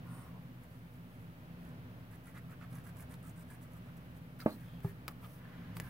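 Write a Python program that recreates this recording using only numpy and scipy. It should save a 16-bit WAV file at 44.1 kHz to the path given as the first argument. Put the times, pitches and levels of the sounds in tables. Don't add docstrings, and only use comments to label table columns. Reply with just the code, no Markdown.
import sys
import numpy as np
from scipy import signal
from scipy.fft import rfft, irfft, next_fast_len
from scipy.io import wavfile
from scipy.ndimage import uniform_filter1d, map_coordinates

SR = 44100
rng = np.random.default_rng(int(sys.argv[2]) if len(sys.argv) > 2 else 0)


def transcribe(u):
    v = np.clip(np.atleast_2d(u).T, -1, 1)
    q = np.round(v * 32767).astype(np.int16)
    wavfile.write(sys.argv[1], SR, q)


def makeup_ratio(level_db):
    decades = np.asarray(level_db, float) / 20
    return 10 ** decades


N = 260013
TOP_HZ = 15800
TIP_LAG, CLOTH_LAG, AIR_LAG = 1, 0, -4
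# (f/Hz, likeness 0..1)
ALIKE = [(60, 0.94), (130, 1), (290, 0.94), (640, .8), (1410, 0.5), (3100, 0.016)]


def along(points, hz):
    f, v = np.transpose(points)
    return np.interp(np.log(hz + 1), np.log(f + 1), v)


def unit(x):
    return x / np.sqrt(np.mean(x ** 2) + 1e-20)


def filtered(x, response):
    m = next_fast_len(x.shape[-1] + 4096)
    spectrum = rfft(x, m) * response(np.fft.rfftfreq(m, 1 / SR))
    return irfft(spectrum, m)[..., :x.shape[-1]]


def peak(f, hz, width):
    return 1j * f * width / (hz * hz - f * f + 1j * f * width)


def swell(length, sharp):
    return np.sin(np.linspace(0, np.pi, round(length * SR))) ** sharp


def add(out, x, s, pan_db, lag, wet_db):
    # (f/Hz, t60/s)
    walls = [(150, 0.43), (1000, 0.063), (10000, 0.039)]
    hz, t, z = signal.stft(rng.standard_normal((2, SR // 8)), SR, nperseg=128)
    alike = np.clip(along(ALIKE, hz), 0, 1)[:, None]
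    z[1] = alike * z[0] + np.sqrt(1 - alike ** 2) * z[1]
    decay = makeup_ratio(-60 * t / along(walls, hz)[:, None])
    tail = signal.istft(z * decay, SR, nperseg=128)[1]
    tail[:, :40] = 0
    heard = makeup_ratio(wet_db) * tail / np.linalg.norm(tail[0])
    heard[:, 0] = 1
    for ear, path, side in zip(out, heard, (1, -1)):
        start = round(s * SR) + (side > 0) * round(lag)
        part = ear[start:][:len(x) + len(path) - 1]
        part += makeup_ratio(side * pan_db / 2) * signal.fftconvolve(x, path)[:len(part)]


def hum():
    # (f/Hz, width/Hz, level/dB)
    room_modes = [(57.4, 8.1, -8), (76, 12.4, -7.5), (106.5, 16.7, -4), (120.3, 7.4, 1.5), (135, 13.3, -2),
                  (168.7, 21.4, -0.5), (182.9, 16.3, -8.5), (246.4, 30, -8), (298, 40, -18.5),
                  (377, 34, -28.5), (494.7, 48, -22.5), (611, 38, -22.5), (677, 8.6, -22)]
    # (f/Hz, density/dB per Hz)
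    airflow = [(25, -34), (50, -18), (200, -24), (400, -24.5), (800, -27.5), (1500, -30), (3000, -37.5),
               (5000, -48), (7000, -56), (9000, -101)]
    level_db, drift_db, drifts_per_s = -50, 1, 2.24

    def colour(f):
        modes = sum(abs(makeup_ratio(db) * peak(f, hz, w) ** 2) ** 2 for hz, w, db in room_modes)
        return np.sqrt(makeup_ratio(2 * along(airflow, f)) + modes)

    def mid_and_side(f):
        angle = np.arccos(np.clip(along(ALIKE, f), -1, 1)) / 2
        return colour(f) * [np.cos(angle), np.sin(angle)]

    mid, side = filtered(rng.standard_normal((2, N)), mid_and_side)
    drift = map_coordinates(rng.standard_normal(30), [np.arange(N) / SR * drifts_per_s])
    pair = unit(np.array([np.roll(mid + side, 12), makeup_ratio(0.6) * (mid - side)]))
    return makeup_ratio(level_db + drift_db * drift) * pair


def rubbing(rows, glide, pan_db, lag, wet_db, grit_db, sharp, fizz_width, card_width, broad):
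    # (f/Hz, density/dB per Hz)
    fibres = [(300, -120), (600, -21), (1000, -7), (2200, -11.5), (3200, -26), (5000, -26.5), (8000, -86)]
    out = np.zeros((2, N))
    for s, length, fizz_db, card_db, card_hz, fizz_hz in rows:
        shape = swell(1.15 * length, sharp)
        grains = uniform_filter1d(rng.standard_normal((2, len(shape))), 70)
        catches = rng.standard_normal((2, len(shape))) * makeup_ratio(grit_db * unit(grains))

        def fizz_colour(f):
            sheen = (f / 6500) ** 4 / (1 + (f / 6500) ** 4)
            return (peak(f, fizz_hz, fizz_width) + 1.06 * sheen) * (f < TOP_HZ)

        fizz = filtered(catches[0], fizz_colour)
        first, last = (filtered(catches[1], lambda f: peak(f, hz, card_width) + broad * makeup_ratio(along(fibres, f)))
                       for hz in card_hz * glide ** np.array([-.5, .5]))
        bend = np.clip(np.linspace(-.25, 1.25, len(shape)), 0, 1)
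        card = (1 - bend) * first + bend * last
        rub = makeup_ratio(fizz_db + 3.0) * unit(fizz) + makeup_ratio(card_db - 0.5) * unit(card)
        add(out, shape * rub, s - length / 12, pan_db, lag, wet_db)
    return out


def handling():
    # (t/s, length/s, fizz level/dB, card level/dB, card f/Hz)
    rustles = [(.06, .24, -77, -69, 990), (4.39, 0.047, -68, -62, 1470), (4.45, 0.11, -69.5, -69, 1500),
               (4.566, .12, -77, -72, 1850), (4.648, .17, -84, -73, 3280), (4.83, 0.087, -71, -68, 1800),
               (5.083, .04, -72, -69, 1300), (5.229, .035, -74, -61.5, 1190),
               (5.234, 0.025, -90, -66, 3120), (5.219, .17, -73.5, -80, 1000), (5.4, .37, -97, -68.5, 1840),
               (5.45, 0.52, -103, -74.5, 3060), (5.754, 0.037, -66.5, -71, 2220),
               (5.804, .02, -73, -74, 1800), (5.813, 0.084, -72, -66, 1810)]
    cloth_hz = 12600
    rows = [(*row, cloth_hz) for row in rustles]
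    return rubbing(rows, glide=0.96, pan_db=-0.8, lag=CLOTH_LAG, wet_db=3, grit_db=2.5, sharp=0.35,
                   fizz_width=41000, card_width=380, broad=1.9)


def whistles():
    # (t/s, length/s, level/dB, f/Hz, width/Hz)
    squeaks = [
        (.32, 0.072, -66, 780, 450),
        (0.068, 0.2, -69.5, 9100, 1400),
        (4.4, 0.022, -57.5, 4540, 980),
        (4.46, 0.099, -65.5, 4170, 430),
    ]
    out = np.zeros((2, N))
    for s, length, db, hz, width in squeaks:
        shape = swell(length, .9)
        air = filtered(rng.standard_normal(len(shape)), lambda f: peak(f, hz, width) ** 2)
        add(out, makeup_ratio(db) * shape * unit(air), s, -3.5, AIR_LAG, wet_db=-0.5)
    return out


def nozzle():
    # (t/s, length/s, pressure level/dB, card f/Hz, card over fizz/dB)
    strokes = [(0.617, 0.04, -76, 1690, 3), (.7, .1, -79, 1110, 4), (.93, 0.047, -78, 1100, 1),
               (1.1, 0.16, -79.5, 1900, 1), (1.598, .12, -79.5, 1600, 3), (1.972, 0.044, -85, 1900, 10),
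               (2.109, 0.055, -73, 1780, 8), (2.237, .08, -71.5, 1730, 5), (2.343, .055, -71.5, 1860, 13),
               (2.488, 0.06, -75, 1370, 12), (2.606, 0.051, -77.5, 1470, 17.5),
               (2.707, .105, -69, 1280, 5.5), (2.838, 0.074, -69, 1520, 4.5),
               (2.961, 0.084, -65, 1400, 0.5), (3.095, .061, -67.5, 1770, 4),
               (3.23, 0.089, -67.5, 1390, -1), (3.361, .07, -69, 1400, 2.5),
               (3.485, 0.078, -67.5, 1660, 2.5), (3.611, 0.052, -70.5, 1150, 1),
               (3.709, 0.086, -74, 1300, 0), (3.84, 0.065, -82.5, 1140, 12), (3.965, 0.026, -73, 1050, 0),
               (4.147, 0.042, -75, 1030, -6)]
    # (t/s, f/Hz)
    tip_path = [(2.1, 11100), (2.3, 10400), (2.5, 11300), (3.02, 10500), (3.26, 8200), (3.55, 9150),
                (3.64, 12000), (4.1, 12600)]
    s, length, db, card_hz, boom_db = np.transpose(strokes)
    fizz_hz = np.interp(s, *np.transpose(tip_path))
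    rows = zip(s, length, db, db + boom_db, card_hz, fizz_hz)
    return rubbing(rows, glide=1.14, pan_db=-3.5, lag=TIP_LAG, wet_db=-1.0, grit_db=5.5, sharp=0.72,
                   fizz_width=680, card_width=200, broad=1.4)


def snaps():
    # (t/s, peak level/dB, ring f/Hz, ring level/dB, pushes 1 or pulls -1)
    releases = [(3.142, -44, 3600, -7, 1), (3.98, -52, 9000, -12, 1), (4.4027, -40, 1600, 0, 1),
                (4.805, -42, 7000, -18, 1), (5.0802, -24.5, 2320, -17, 1), (5.081, -30.5, 1330, -4.5, 1),
                (5.0821, -41, 4800, -1, -1), (5.0854, -34, 1250, -1.5, -1), (5.113, -53, 12500, 1, 1),
                (5.7688, -29.5, 1190, -16, -1), (5.7697, -37, 4800, -7, -1), (5.8, -24.5, 1830, -11.5, -1)]
    t60_at_1k, slope = 0.0085, 0.48
    out, t = np.zeros((2, N)), np.arange(SR // 20) / SR
    spike = (1 - t / 0.0018) * np.exp(-t / .00009)
    for s, db, hz, ring_db, way in releases:
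        t60 = t60_at_1k * (1000 / hz) ** slope
        crackle = 0.35 * np.diff(rng.standard_normal(len(t) + 1)) * makeup_ratio(-60 * t / (0.62 * t60))
        ring = makeup_ratio(ring_db - 60 * t / t60) * np.cos(2 * np.pi * hz * t)
        add(out, makeup_ratio(db) * (crackle + np.sign(way) * (.8 * spike + ring)), s, .5, TIP_LAG, wet_db=-5.5)
    return out


def thuds():
    # (t/s, level/dB, contact/s, left lag/samples, left over right/dB)
    blows = [
        (4.46, -20, .0006, 7, -1.5),
        (4.8458, -25, .0005, -5, 0),
    ]
    # (f/Hz, level/dB, t60/s, moves with 1 or against -1 the blow)
    desk = [(164, -2.5, .057, 1), (212, -4, .13, 1), (320, -7, .08, -1), (410, 5.5, .011, -1),
            (618, 0, .052, 1), (862, -9, .05, -1), (1235, -12, .04, -1), (1700, -28, .04, 1)]
    book = [(108, .5, .07, 1), (166, 0, .065, -1), (396, -14, .17, -1), (838, -17, .045, -1),
            (1211, -22, .04, 1)]
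    rattle_levels = (-16, -30)
    out, t = np.zeros((2, N)), np.arange(SR // 4) / SR
    for (s, db, contact, lag, pan_db), modes, rattle_db in zip(blows, (desk, book), rattle_levels):
        ring = sum(way * makeup_ratio(level - 60 * t / t60) * np.sin(2 * np.pi * hz * t)
                   for hz, level, t60, way in modes)
        loose = unit(filtered(rng.standard_normal(len(t)),
                              lambda f: peak(f, 620, 1170) ** 2 + 0.2 * peak(f, 2000, 1200)))
        rattle = makeup_ratio(rattle_db - 60 * t / 0.16) * loose
        onset = (1 - np.exp(-t / contact)) ** 2
        add(out, makeup_ratio(db) * (ring + rattle) * onset, s, pan_db, lag, wet_db=-19.0)
    return filtered(out, lambda f: f ** 2 / (50 ** 2 + f ** 2) / (1 + (f / 2800) ** 4))


def housing(f):
    return 1 - 0.5 * peak(f, 7400, 4000) + 0.23 * peak(f, 17000, 5200)


def scene():
    paper = filtered(handling() + snaps(), housing)
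    return hum() + paper + whistles() + nozzle() + thuds()


def band_limit(x):
    return signal.sosfilt(signal.butter(12, 16590, fs=SR, output="sos"), x)


def record(dry):
    # (f/Hz, density/dB per Hz)
    hiss_colour = [(1470, -4.5), (2500, -6), (3010, -7), (3510, -12), (7190, -17.5), (9870, -13),
                   (11800, -10.5), (15100, -8), (15800, -6.5)]
    hiss = unit(filtered(rng.standard_normal(dry.shape), lambda f: makeup_ratio(along(hiss_colour, f)) * (f < TOP_HZ)))
    limited = filtered(dry + makeup_ratio(-69.5) * hiss, lambda f: np.where(f < TOP_HZ, 1, makeup_ratio(-21)))
    return band_limit(limited - .0005)


dry = scene()
out = record(dry)
transcribe(out)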